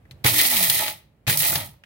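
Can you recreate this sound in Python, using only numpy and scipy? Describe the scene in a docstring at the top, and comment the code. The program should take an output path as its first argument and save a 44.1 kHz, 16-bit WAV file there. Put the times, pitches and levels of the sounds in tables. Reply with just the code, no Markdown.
"""A small electric blade grinder, held on a stone kitchen counter, is pulsed twice.
Each press gives a jolt and a mains buzz; the shaft tone climbs as the blade spins up and sinks as it coasts.
Grit and bean pieces hit the steel cup and plastic lid: dense random impacts set off noise bursts and rings.
Single cracks and knocks stand out, made of fading noise, ringing and low swings.
Fingers tap the housing before and after; a short room tail and quiet room tone surround it all."""
import sys
import numpy as np
from scipy import signal
from scipy.fft import rfft, irfft
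from scipy.io import wavfile

SR = 44100
rng = np.random.default_rng(int(sys.argv[2]) if len(sys.argv) > 2 else 0)


def bounce(signal):
    """Save signal as a 16-bit WAV file at the path given by the first command-line argument."""
    frames = np.transpose(np.atleast_2d(signal))
    limited = np.clip(frames, -1, 1)
    pcm = np.round(limited * 32767).astype(np.int16)
    wavfile.write(sys.argv[1], SR, pcm)


N = 81585
T = np.arange(N) / SR
RING_T = T[:SR // 4]
ALIKE_BELOW_HZ = 550   # the two channels part gradually above this
SIDES = np.array([[1], [-1]])   # left, right

# ways the plastic lid rings: (pitch_hz, level_db, t60_s, left_minus_right_db)
LID_MODES = [(330, -8, .08, -3.5), (566.3, -8, 0.085, 6), (613.3, -2, 0.075, -4.5), (682, 1, 0.037, -5.5),
             (847, 2.5, 0.059, -4), (941, -5, 0.066, -1), (1245, -4, 0.021, 12)]
# noise colours of fine grit, bean chips and the rattling lid: (pitch_hz, level_db, left_minus_right_db)
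GRIT_COLOUR = [(1518, -33.5, -0.5), (4400, -6.5, -1.5), (7580, -7.5, -1.5), (8980, -1.5, -4.5),
               (11600, -0.5, -6.5), (13000, 0.5, -1), (15800, 0.5, -6.5)]
CHIP_COLOUR = [(200, -14, -3.5), (973, -9, -5.5), (1630, -14, -1.5), (1754, 2.5, -4), (4160, 0, 5.5),
               (6060, -5, 2), (8980, -14.5, 3.5), (15000, -15.5, -3.5)]
RATTLE_COLOUR = [(148.2, -12, 1.5), (330, 0.5, 0.5), (616, -3.5, -5), (990, -6.5, -9), (1330, 1.5, 3.5),
                 (2225, -4, -0.5), (5000, -23.5, 3.5)]


def from_db(db):
    """Turn decibels into gain."""
    return 10 ** (np.asarray(db) / 20)


def rms_one(x):
    """Scale to an average strength (rms) of 1."""
    return x / np.sqrt(np.mean(x ** 2) + 1e-20)


def unit_energy(response):
    """Scale a stereo response so that it keeps the level of what it filters."""
    return response / np.sqrt(np.sum(response ** 2) / 2)


def decay(t60, t=RING_T):
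    """Fade by 60 dB every t60 seconds from time zero; silent before."""
    return (t >= 0) * np.exp(-np.log(1000) * np.maximum(t, 0) / t60)


def through(x, response):
    """Pass a signal through a stereo response, so each impact starts its ring or tail."""
    return signal.fftconvolve(np.atleast_2d(x), response, axes=1)[:, :N]


def noise(colour):
    """Stereo noise of a given colour and balance, alike on both sides in the bass; rms 1."""
    hz = np.maximum(np.fft.rfftfreq(N, 1 / SR), 1)
    points, db, pan = np.transpose(colour)
    db = np.interp(np.log(hz), np.log(points), db)
    pan = np.interp(np.log(hz), np.log(points), pan)
    alike = 1 / (1 + (hz / ALIKE_BELOW_HZ) ** 2)
    mid, side = rfft(rng.standard_normal((2, N)))
    spectrum = np.sqrt(1 + alike) * mid + SIDES * np.sqrt(1 - alike) * side
    return rms_one(irfft(spectrum * from_db(db + SIDES * pan / 2), N))


def noise_band(low_hz, high_hz):
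    """Stereo noise between two frequencies; rms 1."""
    band = signal.butter(2, [low_hz, high_hz], "band", fs=SR, output="sos")
    return rms_one(signal.sosfilt(band, rng.standard_normal((2, N))))


def modal(modes):
    """Ring of a body as fading sines; high modes reach the two sides out of step."""
    out = 0
    for hz, db, t60, pan in modes:
        step = rng.choice([-1, 1]) * np.arctan(hz / ALIKE_BELOW_HZ / 2) * 0.55
        phase = SIDES * step + rng.uniform(0, 2 * np.pi)
        level = from_db(db + SIDES * pan / 2) / np.sqrt(t60)
        out = out + level * decay(t60) * np.sin(2 * np.pi * hz * RING_T + phase)
    return unit_energy(out)


def impacts(per_s, spread_db):
    """Random impacts of uneven size and sign; rms 1."""
    born = rng.random(N) < per_s / SR
    size = from_db(spread_db * np.minimum(rng.exponential(1, N), 3))
    return rms_one(born * size * rng.choice([-1, 1], N))


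def bursts(hits, t60, colour):
    """Each impact adds energy that drains away, heard as its own short burst of noise."""
    r = np.exp(-2 * np.log(1000) / (t60 * SR))   # share of the energy left after one sample
    energy = signal.lfilter([1 - r], [1, -r], hits ** 2 + 1e-18)
    return np.sqrt(energy) * noise(colour)


def follow(pulses, axis):
    """Gain over time from one table column: each pulse rises just before its first row, then releases."""
    attack_s, release_db_per_s = 0.0065, 290.5
    out = 0
    for rows in map(np.array, pulses):
        s = rows[:, 0]
        attack = np.clip(1 + (T - s[0]) / attack_s, 0, 1)
        release_db = release_db_per_s * np.maximum(T - s[-1], 0)
        out = out + attack * from_db(np.interp(T, s, rows[:, axis]) - release_db)
    return out


def knock(s, hz, t60):
    """One damped swing of a body, starting softly at s."""
    attack_s = 0.0025
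    t = np.maximum(T - s, 0)
    return (1 - np.exp(-t / attack_s)) * decay(t60, t) * np.sin(2 * np.pi * hz * t)


def drift(per_s):
    """Smooth random wander through about per_s random points a second; rms 1."""
    steps = np.arange(N) * per_s / SR
    return rms_one(np.interp(steps, np.arange(N), rng.standard_normal(N)))


def room_tone():
    """Quiet noise of the room, its level drifting slowly."""
    # noise colour: (pitch_hz, level_db, left_minus_right_db)
    air_colour = [(25, -29, -1), (58.3, 1, -1.5), (142, -3.5, -4), (250, -14, -2), (590, -17.5, 0.5),
                  (1184, -28, -2), (2283, -30.5, -0.5), (6010, -45.5, 0.15), (15000, -43, -1)]
    # level over time: (time_s, level_db)
    air_level = [(0, -54.5), (0.2, -50), (1.1, -58.5), (1.85, -57)]
    return from_db(np.interp(T, *np.transpose(air_level))) * noise(air_colour)


def fingers():
    """Light taps on plastic: a short broad ring made of noise, a tick and a soft thud."""
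    # taps on lid and housing: (start_s, ring_db, pitch_hz, ring_width_hz, tick_db, thud_db)
    taps = [(0.054, -51.5, 1850, 349, -80, -68), (0.1104, -42, 3910, 1292, -43.5, -36),
            (1.74, -52, 705, 406, -69, -45), (1.837, -41, 2200, 1500, -57.5, -73)]
    # noise colour of the tick: (pitch_hz, level_db, left_minus_right_db)
    tick_colour = [(299, -7.5, -1), (1285, -7.5, 0), (2080, 5.5, 0.5), (4150, -11, 4), (7010, -7, -0.5),
                   (14900, -11.5, -2)]
    ring_t60_s, tick_t60_s, thud_hz, thud_t60_s = 0.034, 0.057, 127.8, 0.085
    out, tick = 0, noise(tick_colour)
    for s, ring_db, hz, width, tick_db, thud_db in taps:
        ring = noise_band(max(hz - width / 2, hz / 2), hz + width / 2)
        out = out + from_db(ring_db) * decay(ring_t60_s, T - s) * ring
        out = out + from_db(tick_db) * decay(tick_t60_s, T - s) * tick
        out = out + from_db(thud_db) * knock(s, thud_hz, thud_t60_s)
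    return out


def presses():
    """Each press jolts the housing into damped swings and adds a mains buzz while power is on."""
    # power is on: (start_s, length_s, jolt_db, hum_db)
    power = [(0.245, 0.13, -16, -36), (1.271, 0.0625, -23.5, -30)]
    # swings of the housing after a jolt: (pitch_hz, level_db, t60_s)
    jolt_modes = [(123.6, 1, 0.12), (311.4, -7.5, 0.11), (572, -27, 0.066)]
    # multiples 1-5 of the mains buzz: level_db
    hum_levels = [-0.5, -21.5, -14, -14.5, -15.5]
    hum_hz, hum_release_s = 120.4, 0.004
    out = 0
    for s, length, jolt_db, hum_db in power:
        powered = (T > s) * np.exp(-np.maximum(T - s - length, 0) / hum_release_s)
        buzz = sum(from_db(db) * np.sin(2 * np.pi * (k + 1) * hum_hz * (T - s))
                   for k, db in enumerate(hum_levels))
        jolt = sum(from_db(jolt_db + db) * knock(s, hz, t60) for hz, db, t60 in jolt_modes)
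        out = out + jolt + from_db(hum_db) * powered * buzz
    return out


def shaft():
    """Tone of the unbalanced shaft, one cycle a turn; beans brake the blade unevenly, so it flutters."""
    # one list for each pulse: (time_s, turns_per_s, level_db)
    spins = [
        [(0.25, 57.5, -60.5), (0.32, 265, -52.5), (0.35, 285, -38), (0.40, 307, -39), (0.48, 256, -46.5),
         (0.54, 224, -40.5), (0.70, 140, -39.5), (0.78, 110, -64.5)],
        [(1.27, 65, -72.5), (1.34, 153, -38.5), (1.42, 144, -38), (1.48, 49, -64)],
    ]
    flutter_db, speed_jitter, flutter_per_s = 2, .035, 70   # jitter is a share of the speed
    out = 0
    for rows in spins:
        s, hz, db = np.transpose(rows)
        speed = np.interp(T, s, hz) * (1 + speed_jitter * drift(flutter_per_s))
        turns = np.cumsum(speed) / SR
        level = from_db(np.interp(T, s, db) + flutter_db * drift(flutter_per_s))
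        spinning = (T > s[0]) * (T < s[-1])
        out = out + spinning * level * np.sqrt(2) * np.sin(2 * np.pi * turns)
    return out


def motor():
    """Jolts, buzz and shaft tone, with the low noise of the housing shaking in the hands."""
    # one list for each pulse: (time_s, level_db)
    shake = [
        [(0.26, -28.5), (0.36, -43), (0.476, -54), (0.7, -43.5), (0.95, -52)],
        [(1.28, -27.5), (1.418, -48.5), (1.576, -33), (1.69, -46.5)],
    ]
    # noise colour of the housing: (pitch_hz, level_db, left_minus_right_db)
    housing_colour = [(30, -32.5, -2.5), (65, -15.5, 1.5), (92.6, 3.5, -4), (150.8, 1.5, -1.5),
                      (240, -17.5, -7), (495, -39, 3), (1490, -47.5, -2.5)]
    shaking = from_db(0.5) * follow(shake, axis=1) * noise(housing_colour)
    return (presses() + shaft()) * from_db([[-2], [1.6]]) + shaking   # left, right dB


def cracks():
    """A bean shatters: a bright spray and a clack at its own pitch, each a sharp spike and a short tail."""
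    # hard hits of the blade on a bean: (start_s, snap_db, clack_db, clack_pitch_hz)
    hard_hits = [(0.245, -18, -19, 3850), (0.2633, -21, -14, 2200), (0.3418, -14, -20.5, 2070),
                 (0.3915, -27, -19, 3700), (0.4133, -9, -27, 3420), (0.4509, -29, -16.5, 3350),
                 (0.458, -32, -21, 3600), (0.5679, -13.5, -20, 3240), (0.629, -11.5, -21.5, 3200),
                 (0.638, -14, -20.5, 2520), (0.6983, -4, -13.5, 3370), (0.7447, -17, -28, 3200),
                 (0.88, -23.5, -21.5, 2100), (1.268, -46, -28, 2180), (1.28, -26, -20.5, 2050),
                 (1.298, -21.5, -15.5, 1880), (1.373, -10, -24, 5800), (1.404, -15, -20.5, 3100),
                 (1.43, -31, -22.5, 2440), (1.556, -17, -17.5, 3850)]
    tail_t60_s, spike_t60_s, spike_db = 0.043, .007, -13   # the spike is the first instant
    band_db, broad_db, width_octaves = -3, -2.5, .6
    out, spray, broad = 0, noise(GRIT_COLOUR), from_db(broad_db) * noise(CHIP_COLOUR)
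    half = 2 ** (width_octaves / 2)
    for s, snap_db, clack_db, hz in hard_hits:
        fade = decay(tail_t60_s, T - s) + from_db(spike_db) * decay(spike_t60_s, T - s)
        clack = broad + from_db(band_db) * noise_band(hz / half, hz * half)
        out = out + fade * (from_db(snap_db) * spray + from_db(clack_db) * clack)
    return out


def knocks():
    """Knocks of the body, some from motor kicks: a dull clack, the ring of the lid and a low thud."""
    # knocks: (start_s, clack_db, thud_db)
    body_knocks = [(0.245, -22, -23), (0.2542, -18.5, -11.5), (0.263, -24, -17), (0.319, -46, -21),
                   (0.831, -34, -40), (1.279, -22, -24), (1.4297, -28, -39), (1.5273, -28, -42),
                   (1.5544, -27, -22)]
    clack_t60_s, lid_db, thud_hz, thud_t60_s = 0.042, -7.5, 105, 0.041
    force = sum(from_db(db) * decay(clack_t60_s, T - s) for s, db, _ in body_knocks)
    thud = sum(from_db(db) * knock(s, thud_hz, thud_t60_s) for s, _, db in body_knocks)
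    clack = force * noise(RATTLE_COLOUR)
    lid = from_db(lid_db) * through(force * rng.standard_normal(N), modal(LID_MODES))
    return clack + lid + thud * from_db([[-2], [1.6]])   # left, right dB


def contents():
    """Grit sprays the wall, bean pieces ring the cup, heavy pieces rattle the lid."""
    # contents hitting the cup, one list for each pulse: (time_s, fine_grit_db, bean_pieces_db, lid_rattle_db)
    load = [
        [(0.246, -32, -25, -30), (0.264, -17, -20.5, -28), (0.285, -20.5, -21.5, -30.5),
         (0.322, -27.5, -31.5, -39.5), (0.394, -20.5, -20.5, -38), (0.462, -22.5, -27.5, -34.5),
         (0.48, -23.5, -30, -43), (0.52, -23, -26, -34), (0.784, -24, -30, -39), (0.794, -24.5, -26, -30.5),
         (0.9, -35.5, -35.5, -39)],
        [(1.275, -30.5, -22.5, -38.5), (1.297, -22, -25, -46), (1.359, -27.5, -31, -30),
         (1.379, -22.5, -34.5, -43.5), (1.441, -23, -28, -34), (1.479, -22.5, -29.5, -37.5),
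         (1.553, -28, -33, -34.5), (1.615, -37, -38.5, -40), (1.665, -46, -50.5, -50.5)],
    ]
    # ways the steel cup rings: (pitch_hz, level_db, t60_s, left_minus_right_db)
    cup_modes = [(1904, 3.5, 0.05, -1.5), (2036, 2.5, 0.068, -0.5), (2252, -5.5, 0.07, -10),
                 (2436, 1, 0.036, 5), (2985, -6.5, 0.08, -3), (3240, 3, 0.07, 1), (3604, 2, 0.035, 2.5),
                 (3864, 3, 0.029, 3.5), (4050, -1, 0.07, -0.5), (4744, -11.5, 0.0079, 1.5)]
    # brief dips in the level of all the contents: (centre_s, dip_db)
    lulls = [(0.689, -2.5), (1.368, -7)]
    lull_width_s = 0.013
    grit_per_s, chips_per_s, beans_per_s, rattle_per_s = 2900, 1500, 940, 790
    grit_db, chips_db, cup_db, lid_db, rattle_db = 6, -0.5, -3.5, -1.5, -11.5
    grit_t60_s, chip_t60_s, rattle_t60_s = 0.021, 0.022, 0.0076

    fine, pieces, heavy = follow(load, axis=1), follow(load, axis=2), follow(load, axis=3)
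    grit_hits = fine * impacts(grit_per_s, spread_db=5.0)
    grit = from_db(grit_db) * bursts(grit_hits, grit_t60_s, GRIT_COLOUR)
    chip_hits = pieces * impacts(chips_per_s, spread_db=5.0)
    chips = from_db(chips_db) * bursts(chip_hits, chip_t60_s, CHIP_COLOUR)
    bean_hits = pieces * impacts(beans_per_s, spread_db=1.5)
    cup = from_db(cup_db) * through(bean_hits, modal(cup_modes))
    tumbling = heavy * impacts(rattle_per_s, spread_db=4)
    lid = from_db(lid_db) * through(tumbling, modal(LID_MODES))
    rattle = from_db(rattle_db) * bursts(tumbling, rattle_t60_s, RATTLE_COLOUR)
    lull_db = sum(db * np.exp(-((T - s) / lull_width_s) ** 2) for s, db in lulls)
    return (grit + chips + cup + lid + rattle) * from_db(lull_db)


def kitchen(x):
    """Short diffuse tail of a small hard room; the treble dies sooner."""
    t60_s, treble_t60_s, level_db, delay_s = 0.36, .24, -16, 0.0049
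    t = T[:SR // 2] - delay_s
    white = rng.standard_normal((2, len(t)))
    low = signal.sosfiltfilt(signal.butter(2, 6000, fs=SR, output="sos"), white)
    tail = low * decay(t60_s, t) + (white - low) * decay(treble_t60_s, t)
    return from_db(level_db) * through(x, unit_energy(tail))


def scene():
    """Grinder and hands in the kitchen, over the room tone; the small body radiates no deep bass."""
    close = fingers() + cracks() + knocks() + contents()
    low_cut = signal.butter(3, 67, "high", fs=SR, output="sos")   # Hz
    return signal.sosfilt(low_cut, close + kitchen(close) + motor()) + room_tone()


def record(dry):
    """Peaks are rounded and the top is cut."""
    peak_limit, cutoff_hz = 0.65, 15850
    cut = signal.ellip(12, .1, 95, cutoff_hz, fs=SR, output="sos")
    return signal.sosfilt(cut, peak_limit * np.tanh(dry / peak_limit))


dry = scene()
out = record(dry)
bounce(out)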